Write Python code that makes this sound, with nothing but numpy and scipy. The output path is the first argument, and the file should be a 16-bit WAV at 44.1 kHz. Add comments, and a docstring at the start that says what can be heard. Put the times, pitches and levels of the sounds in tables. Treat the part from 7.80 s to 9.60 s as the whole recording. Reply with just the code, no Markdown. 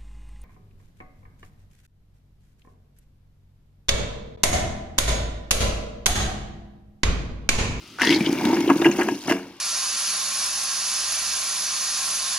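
"""Outdoors, at a drain pipe: the last water in a plastic bowl swirls down.
The vortex breaks through with a rising slurp. Gulps of air boom in the pipe's throat over a
brief hollow tone, while films burst in the neck and spray, bubbles and droplets fizz at the rim.
After the last plug of water bursts, the emptied pipe rings briefly over quiet outdoor air."""
import sys
import numpy as np
from scipy import signal
from scipy.fft import rfft, irfft
from scipy.io import wavfile
from scipy.ndimage import map_coordinates

SR = 44100
rng = np.random.default_rng(int(sys.argv[2]) if len(sys.argv) > 2 else 0)


def wrap_up_sound(samples):
    """Save the sound to the file named by the first command line argument, as 16-bit audio."""
    columns = np.atleast_2d(samples).T
    # keep every value between -1 and 1, then stretch to whole-number steps
    tamed = np.clip(columns, -1, 1)
    steps = np.round(tamed * 32767).astype(np.int16)
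    wavfile.write(sys.argv[1], SR, steps)


N = 79380
TIME = np.arange(N) / SR

# air pockets in the throat: start_s, peak_db, pitch_hz, decay_s
AIR_POCKETS = [(.273, -10, 326, 0.005), (.291, -11.5, 302, 0.016), (.305, -11.5, 324, 0.0055),
               (.319, -14, 315, .0079), (.340, -17, 293, 0.0097), (.360, -13, 313.5, 0.015),
               (.407, -11.5, 221, 0.0062), (.469, -11, 299, 0.0074), (.493, -10.5, 264, 0.0034),
               (.526, -13, 302, 0.0067), (.626, -17.5, 245, 0.0037), (.653, -9.5, 240, 0.0084),
               (.668, -11.5, 314.7, 0.014), (.684, -10, 282.4, 0.011), (.700, -9, 294.4, 0.0068),
               (.728, -9.5, 319.5, 0.0091), (.762, -16, 341, 0.011), (.781, -13.5, 309, 0.014),
               (.804, -12.5, 295, 0.012), (.840, -16.5, 295, 0.0027), (.876, -11.5, 336, 0.0055),
               (.899, -7.5, 303, 0.0083), (.913, -5.5, 287, 0.0072), (.961, -9.5, 284, 0.0038),
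               (.999, -13.5, 308, .009), (1.017, -11.5, 324.4, 0.011), (1.055, -5.5, 320.3, 0.013),
               (1.062, -7.5, 334, .009), (1.087, -15, 239, 0.01), (1.186, -11.5, 317, 0.0051),
               (1.201, -16, 342, .012), (1.214, -12.5, 316, 0.0055), (1.273, -16.5, 333, 0.0097),
               (1.286, -14.5, 335, 0.0077), (1.319, -14, 292.6, 0.0085), (1.481, -16.5, 302, 0.0066),
               (1.512, -8.5, 300, 0.0057)]
# films bursting in the neck: start_s, length_s, level_db, centre_hz, width_hz
FILM_BURSTS = [(.185, .022, -31, 1270, 500), (.211, .0035, -18.5, 1740, 1610),
               (.2167, .0051, -12, 2150, 1000), (.232, .01, -20.5, 990, 220),
               (.323, .012, -20.5, 3000, 1770), (.650, .008, -25, 1700, 5100),
               (.729, .009, -23.5, 850, 196), (.766, .008, -24.5, 950, 1100),
               (.804, .006, -30.5, 2500, 2000), (.892, .018, -21.5, 650, 400),
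               (.899, .017, -15.5, 1110, 190), (1.015, .014, -23.5, 1010, 900),
               (1.044, .014, -18.5, 2120, 500), (1.052, .015, -20, 1620, 300), (1.056, .025, -22, 830, 400),
               (1.059, .01, -19, 2700, 275), (1.113, .011, -28.5, 2600, 900),
               (1.185, .036, -25.5, 800, 800), (1.210, .022, -22.5, 1600, 1300),
               (1.284, .0048, -18, 950, 298), (1.286, .0065, -23, 1800, 1200), (1.479, .01, -24, 630, 248),
               (1.493, .012, -20.5, 623, 159), (1.494, .017, -22.5, 1970, 1330),
               (1.511, .0034, -16, 790, 1390), (1.52, .0035, -15, 1470, 1570)]
# hollow neck: centre_hz, width_hz, gain_db
NECK_MODES = [(721, 45, 7), (931, 50, 6), (1660, 60, 4), (2800, 110, 7)]
# vortex suction: time_s, level_db, resonance_hz
SLURP_CURVE = [(.18, -58, 1300), (.205, -35, 1610), (.225, -27, 1810), (.27, -21.5, 1870),
               (.305, -21.5, 2130), (.335, -24, 2210), (.385, -38.5, 2230), (.56, -40.5, 2340),
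               (.69, -36, 2220), (.84, -41.5, 2180), (1.05, -66, 2220)]
# vortex core: resonance_ratio, width_hz, gain_db
CORE_MODES = [(1.002, 167, 3.5), (1.48, 438, -7.5), (2.15, 690, -12)]
# water over the rim: time_s, spray_db, bubbling_db
RIM_FLOW = [(.185, -56.5, -62.5), (.224, -34.5, -35), (.33, -37.5, -33.5), (.42, -41.5, -37),
            (.56, -44.5, -37), (.66, -38.5, -33), (.80, -41.5, -38), (.90, -42.5, -33.5), (.985, -40, -39),
            (1.06, -42.5, -32.5), (1.14, -41.5, -37.5), (1.215, -39, -37), (1.27, -43.5, -36.5),
            (1.42, -46, -51.5), (1.465, -42.5, -40), (1.502, -32.5, -31), (1.545, -42, -34.5),
            (1.61, -54.5, -44.5), (1.8, -63.5, -58)]
# spray, bubbling and throat turbulence: freq_hz, gain_db
SPRAY_SPECTRUM = [(1500, -19), (2800, -5), (3800, -6), (5000, -1), (6600, 0), (7500, -10), (9500, -4.5),
                  (12000, -12), (16000, -20)]
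BUBBLING_SPECTRUM = [(400, -12), (600, 0), (950, -2), (1200, -2.5), (1600, -2), (2750, 1.5), (3500, -14),
                     (7000, -39)]
CHURN_SPECTRUM = [(25, -51), (90, -13.5), (160, -7), (220, 1), (340, 5.5), (410, -5.5), (560, -17.5),
                  (1200, -39)]
# bubble clusters at the rim: start_s, peak_db, pitch_hz
BUBBLE_CLUSTERS = [(.196, -19, 1500), (.239, -18.5, 5050), (.272, -12.5, 3380), (.305, -11.5, 2880),
                   (.344, -14.5, 4500), (.358, -18.5, 4100), (.406, -18, 2280), (.447, -24, 2920),
                   (.4615, -14, 3130), (.742, -24, 5200), (.876, -23, 2900), (1.017, -23, 3600),
                   (1.113, -23.5, 6350), (1.182, -26, 6500)]
# droplets on plastic: start_s, peak_db
DROPLETS = [(.199, -31), (.2185, -21), (.253, -21), (.528, -23), (.652, -22.5), (.806, -24)]
# air column of the empty pipe: pitch_hz, gain_db, t60_s
PIPE_MODES = [(188.3, -6, 0.48), (274.4, 1, 0.38), (310, 4, 0.15), (359, -3.5, 0.41), (449.4, -5.5, 0.35),
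              (667, 0.5, 0.17)]
# outdoor air: freq_hz, gain_db
AIR_SPECTRUM = [(25, -31), (60, 3.5), (350, -1.5), (550, -9.5), (1300, -20.5), (2700, -3), (5000, -8),
                (8000, -21), (15000, -28)]
# outdoor air: time_s, level_db
AIR_CURVE = [(0, -49), (1.8, -54)]
# stereo width: freq_hz, side_gain_db
SIDE_SPECTRUM = [(250, -18.5), (600, -12), (1200, -11), (2500, -12), (5000, -4.5), (9000, -3), (15000, 2)]
# stereo balance: freq_hz, left_minus_right_db
BALANCE = [(700, 0.5), (1400, 2), (2800, 2.5), (5500, 3.5), (9000, -0.3), (14000, -1.8)]
# the right channel falls slowly behind: time_s, right_lag_s
RIGHT_LAG = [(.3, 0), (.7, .000055)]

PIPE_EMPTY_S = 1.513


def gulps(rise_s=0.0015, glide_per_cycle=0.00596, round_trip_s=.0178, echo_db=-19, size=5000):
    """Air pockets ring in the throat, pitch rising slightly; the pipe's bend echoes them. Mono."""
    overtone_ratio, overtone_db = 3.02, -21
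    out, t = np.zeros(N), TIME[:size]
    for start_s, peak_db, hz, decay_s in AIR_POCKETS:
        envelope = (1 - np.exp(-t / rise_s)) ** 2 * np.exp(-t / decay_s)
        phase = 2 * np.pi * hz * t * (1 + glide_per_cycle * hz * t / 2)
        tone = np.sin(phase) + from_db(overtone_db) * np.sin(overtone_ratio * phase)
        ring = from_db(peak_db) * envelope / envelope.max() * tone
        for trip in range(3):
            add(out, start_s + trip * round_trip_s, from_db(trip * echo_db) * ring)
    return signal.sosfilt(signal.butter(2, 110, "high", fs=SR, output="sos"), out)


def spits(rise_s=0.00068, hold_share=0.59, decay_s=0.0037, dull_hz=3050, splash_db=-19.5, size=2600):
    """Films tear in puffs of crackle, coloured by the gap and the neck, and throw bright spray."""
    out, t = np.zeros((2, N)), TIME[:size]
    tearing = crackle(per_s=6000, spread_db=2.5, hiss_db=-4)
    spray = rms_one(colour(tearing, SPRAY_SPECTRUM))
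    for start_s, length_s, level_db, centre_hz, width_hz in FILM_BURSTS:
        span = slice(int(start_s * SR), int(start_s * SR) + size)
        hold_s = hold_share * length_s
        envelope = np.minimum(t / rise_s, 1) * np.exp(-np.maximum(t - hold_s, 0) / decay_s)
        gap = signal.lfilter(*resonance(centre_hz, width_hz), tearing[:, span] * envelope)
        neck = sum(from_db(db) * signal.lfilter(*resonance(hz, band_hz), gap)
                   for hz, band_hz, db in NECK_MODES)
        puff = lowpass(gap + neck, max(dull_hz, centre_hz + width_hz / 2), order=8)
        puff *= np.sqrt(hold_s * SR / np.sum(puff ** 2, axis=1, keepdims=True))
        splash = from_db(splash_db) * np.sqrt(width_hz / 1000) * spray[:, span] * envelope
        add(out, start_s, from_db(level_db) * (puff + splash))
    return out


def slurp():
    """Air sputters through the vortex core, whose resonances rise as it opens."""
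    level_db, resonance_hz = in_time(SLURP_CURVE)
    sputter = crackle(per_s=1800, spread_db=2.2, hiss_db=-11.5)
    core = sum(from_db(gain_db) * sweep(sputter, ratio * resonance_hz, width_hz)
               for ratio, width_hz, gain_db in CORE_MODES)
    return from_db(level_db) * rms_one(lowpass(core, 6000, order=5))


def running_water(clump_hz=50, clump_db=2.5, churn_full_db=8, churn_empty_db=1):
    """Uneven spatters of spray, small bubbles and low churning at the drain's mouth."""
    spray_db, bubbling_db = in_time(RIM_FLOW)
    clumps = rms_one(lowpass(rng.standard_normal(2 * N), clump_hz, order=2)[N:])
    fizz = bubbles(2195, 14500, per_s=1100, t60_cycles=65, spread_db=3.5, hiss_db=-10.5)
    fizz += from_db(-1.5) * crackle(per_s=600, spread_db=2.6, hiss_db=-1)
    spray = rms_one(colour(fizz, SPRAY_SPECTRUM) * from_db(clump_db * clumps))
    bubbling = bubbles(474, 3170, per_s=800, t60_cycles=24, spread_db=3.5, hiss_db=0.5)
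    bubbling = rms_one(throat(colour(bubbling, BUBBLING_SPECTRUM)))
    churn = rms_one(colour(rng.standard_normal((2, N)), CHURN_SPECTRUM))
    emptying_s = AIR_POCKETS[-3][0]
    churn_db = np.interp(TIME, [emptying_s, PIPE_EMPTY_S], [churn_full_db, churn_empty_db])
    return from_db(spray_db) * spray + from_db(bubbling_db) * (bubbling + from_db(churn_db) * churn)


def bubbles(low_hz, high_hz, per_s, t60_cycles, spread_db, hiss_db, size=700):
    """Small bubbles ring, each at its own pitch, over smooth hiss. Mid and side."""
    out, t = np.zeros((2, N)), TIME[:size]
    hiss = rng.standard_normal((2, N))
    for when, pitch, chance, place in rng.random((9000, 4))[:int(per_s * N / SR)]:
        cycles = low_hz * (high_hz / low_hz) ** pitch * t
        level_db = -spread_db * np.log(chance + 0.029)
        ring = from_db(level_db - 60 * cycles / t60_cycles) * np.sin(2 * np.pi * cycles)
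        pan = np.array([[1], [np.sqrt(2) * np.cos(np.pi * place)]])
        add(out, when * N / SR, pan * ring)
    return rms_one(out) + from_db(hiss_db) * hiss


def crackle(per_s, spread_db, hiss_db):
    """Tiny collapses of uneven size over smooth hiss. Mid and side."""
    hits = rng.random(N) < per_s / SR
    sizes = from_db(spread_db * np.minimum(rng.exponential(1, N), 4))
    clicks = rms_one(hits * sizes * rng.standard_normal((2, N)))
    return rms_one(clicks + from_db(hiss_db) * rng.standard_normal((2, N)))


def throat(x, pitch_hz=312.9, reflection=0.3):
    """Quarter-wave tube: the open end reflects inverted, so odd multiples of the pitch ring."""
    round_trip = np.exp(-1j * np.pi * np.arange(N // 2 + 1) * SR / N / pitch_hz)
    return irfft(rfft(x) * np.sqrt(1 - reflection ** 2) / (1 + reflection * round_trip), N)


def pings(rise_s=.0005, decay_s=.0055, q=10, top_hz=6900, size=2600):
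    """Like-sized bubbles pinch off in quick flurries, each ringing around one pitch."""
    out, t = np.zeros((2, N)), TIME[:size]
    envelope = (1 - np.exp(-t / rise_s)) * np.exp(-t / decay_s)
    for start_s, peak_db, hz in BUBBLE_CLUSTERS:
        flurry = rng.standard_normal((2, size)) * envelope
        ring = signal.lfilter(*resonance(hz, hz / q), flurry)
        add(out, start_s, from_db(peak_db) * peak_one(ring))
    return lowpass(out, top_hz, order=8)


def ticks(decay_s=.0028, size=900):
    """Droplets strike the plastic with crisp, bright ticks."""
    out, envelope = np.zeros((2, N)), np.exp(-TIME[:size] / decay_s)
    bright = colour(rng.standard_normal((2, N)), SPRAY_SPECTRUM)
    for start_s, peak_db in DROPLETS:
        i = int(start_s * SR)
        add(out, start_s, from_db(peak_db) * peak_one(bright[:, i:i + size] * envelope))
    return out


def empty_pipe(rise_s=0.0065, gain_db=-23.5):
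    """The freed air column rings out. Mono."""
    t = np.maximum(TIME - PIPE_EMPTY_S, 0)
    modes = sum(from_db(db - 60 * t / t60_s) * np.sin(2 * np.pi * hz * t)
                for hz, db, t60_s in PIPE_MODES)
    return from_db(gain_db) * (1 - np.exp(-t / rise_s)) * modes


def throat_tone(peak_s=.71, swell_s=.11, level_db=-33, pitch_hz=900, sag_hz_per_s=520):
    """A hollow, slightly falling tone in the pipe's throat swells and fades under the gulps."""
    t = TIME - peak_s
    tone = sweep(rng.standard_normal((2, N)), pitch_hz - sag_hz_per_s * t, width_hz=70)
    return from_db(level_db) * np.exp(-(t / swell_s) ** 2) * rms_one(tone)


def walls(x, t60_s=0.35, gain_db=-13.5, predelay_s=.003):
    """Short, faint scatter from the bowl and the house wall."""
    tail = rng.standard_normal((2, N)) * from_db(-60 * TIME / t60_s) * (TIME > predelay_s)
    tail /= np.sqrt(np.sum(tail ** 2) / 2)
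    return from_db(gain_db) * signal.fftconvolve(x, tail, axes=1)[:, :N]


def outdoor_air():
    """Quiet rumble and hiss, slowly fading."""
    level_db, = in_time(AIR_CURVE)
    return from_db(level_db) * rms_one(colour(rng.standard_normal((2, N)), AIR_SPECTRUM))


def from_db(db):
    """Decibels to gain."""
    return 10 ** (np.asarray(db) / 20)


def rms_one(x):
    """Scale to rms 1."""
    return x / np.sqrt(np.mean(x ** 2) + 1e-20)


def peak_one(x):
    """Scale each channel to peak 1."""
    return x / np.abs(x).max(axis=1, keepdims=True)


def add(out, start_s, sound):
    """Mix a short sound in at start_s."""
    i = int(np.clip(start_s * SR, 0, N - 1))
    out[..., i:i + sound.shape[-1]] += sound[..., :N - i]


def in_time(rows):
    """Each value column of a time curve at every sample."""
    time_s, *columns = np.transpose(rows)
    return [np.interp(TIME, time_s, column) for column in columns]


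def over_hz(points):
    """A (freq_hz, value) table at every frequency bin."""
    hz, value = np.transpose(points)
    return np.interp(np.log(np.arange(N // 2 + 1) * SR / N + 1), np.log(hz), value)


def colour(x, points):
    """Filter by a (freq_hz, gain_db) table."""
    return irfft(rfft(x) * from_db(over_hz(points)), N)


def lowpass(x, hz, order):
    """Maximally flat low-pass."""
    return signal.sosfilt(signal.butter(order, hz, fs=SR, output="sos"), x)


def resonance(hz, width_hz):
    """Resonator coefficients, peak gain 1."""
    r = np.exp(-np.pi * width_hz / SR)
    return np.array([1, 0, -1]) * (1 - r * r) / 2, [1, -2 * r * np.cos(2 * np.pi * hz / SR), r * r]


def sweep(x, hz, width_hz, size=126):
    """Resonator with moving pitch, retuned every block."""
    out, state = np.zeros((2, N)), np.zeros((2, 2))
    for i in range(0, N, size):
        block = slice(i, i + size)
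        out[:, block], state = signal.lfilter(*resonance(hz[i], width_hz), x[:, block], zi=state)
    return out


def scene():
    """The drain, slightly left and wider in the treble, over outdoor air."""
    air = outdoor_air()
    water = spits() + slurp() + throat_tone() + pings() + ticks() + running_water()
    water[0] += gulps() + empty_pipe()  # mid only
    mid, side = water + walls(water) + air
    side = colour(side, SIDE_SPECTRUM)
    lean = from_db(over_hz(BALANCE) / 2)
    left = irfft(rfft(mid + side) * lean, N)
    right = irfft(rfft(mid - side) / lean, N)
    lag_s, = in_time(RIGHT_LAG)
    return np.array([left, map_coordinates(right, [(TIME - lag_s) * SR], order=5, mode="nearest")])


def record(dry, cutoff_hz=15800):
    """Clip at full scale, then cut the top."""
    return signal.sosfilt(signal.ellip(10, .1, 80, cutoff_hz, fs=SR, output="sos"), np.clip(dry, -1, 1))


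dry = scene()
out = record(dry)
wrap_up_sound(out)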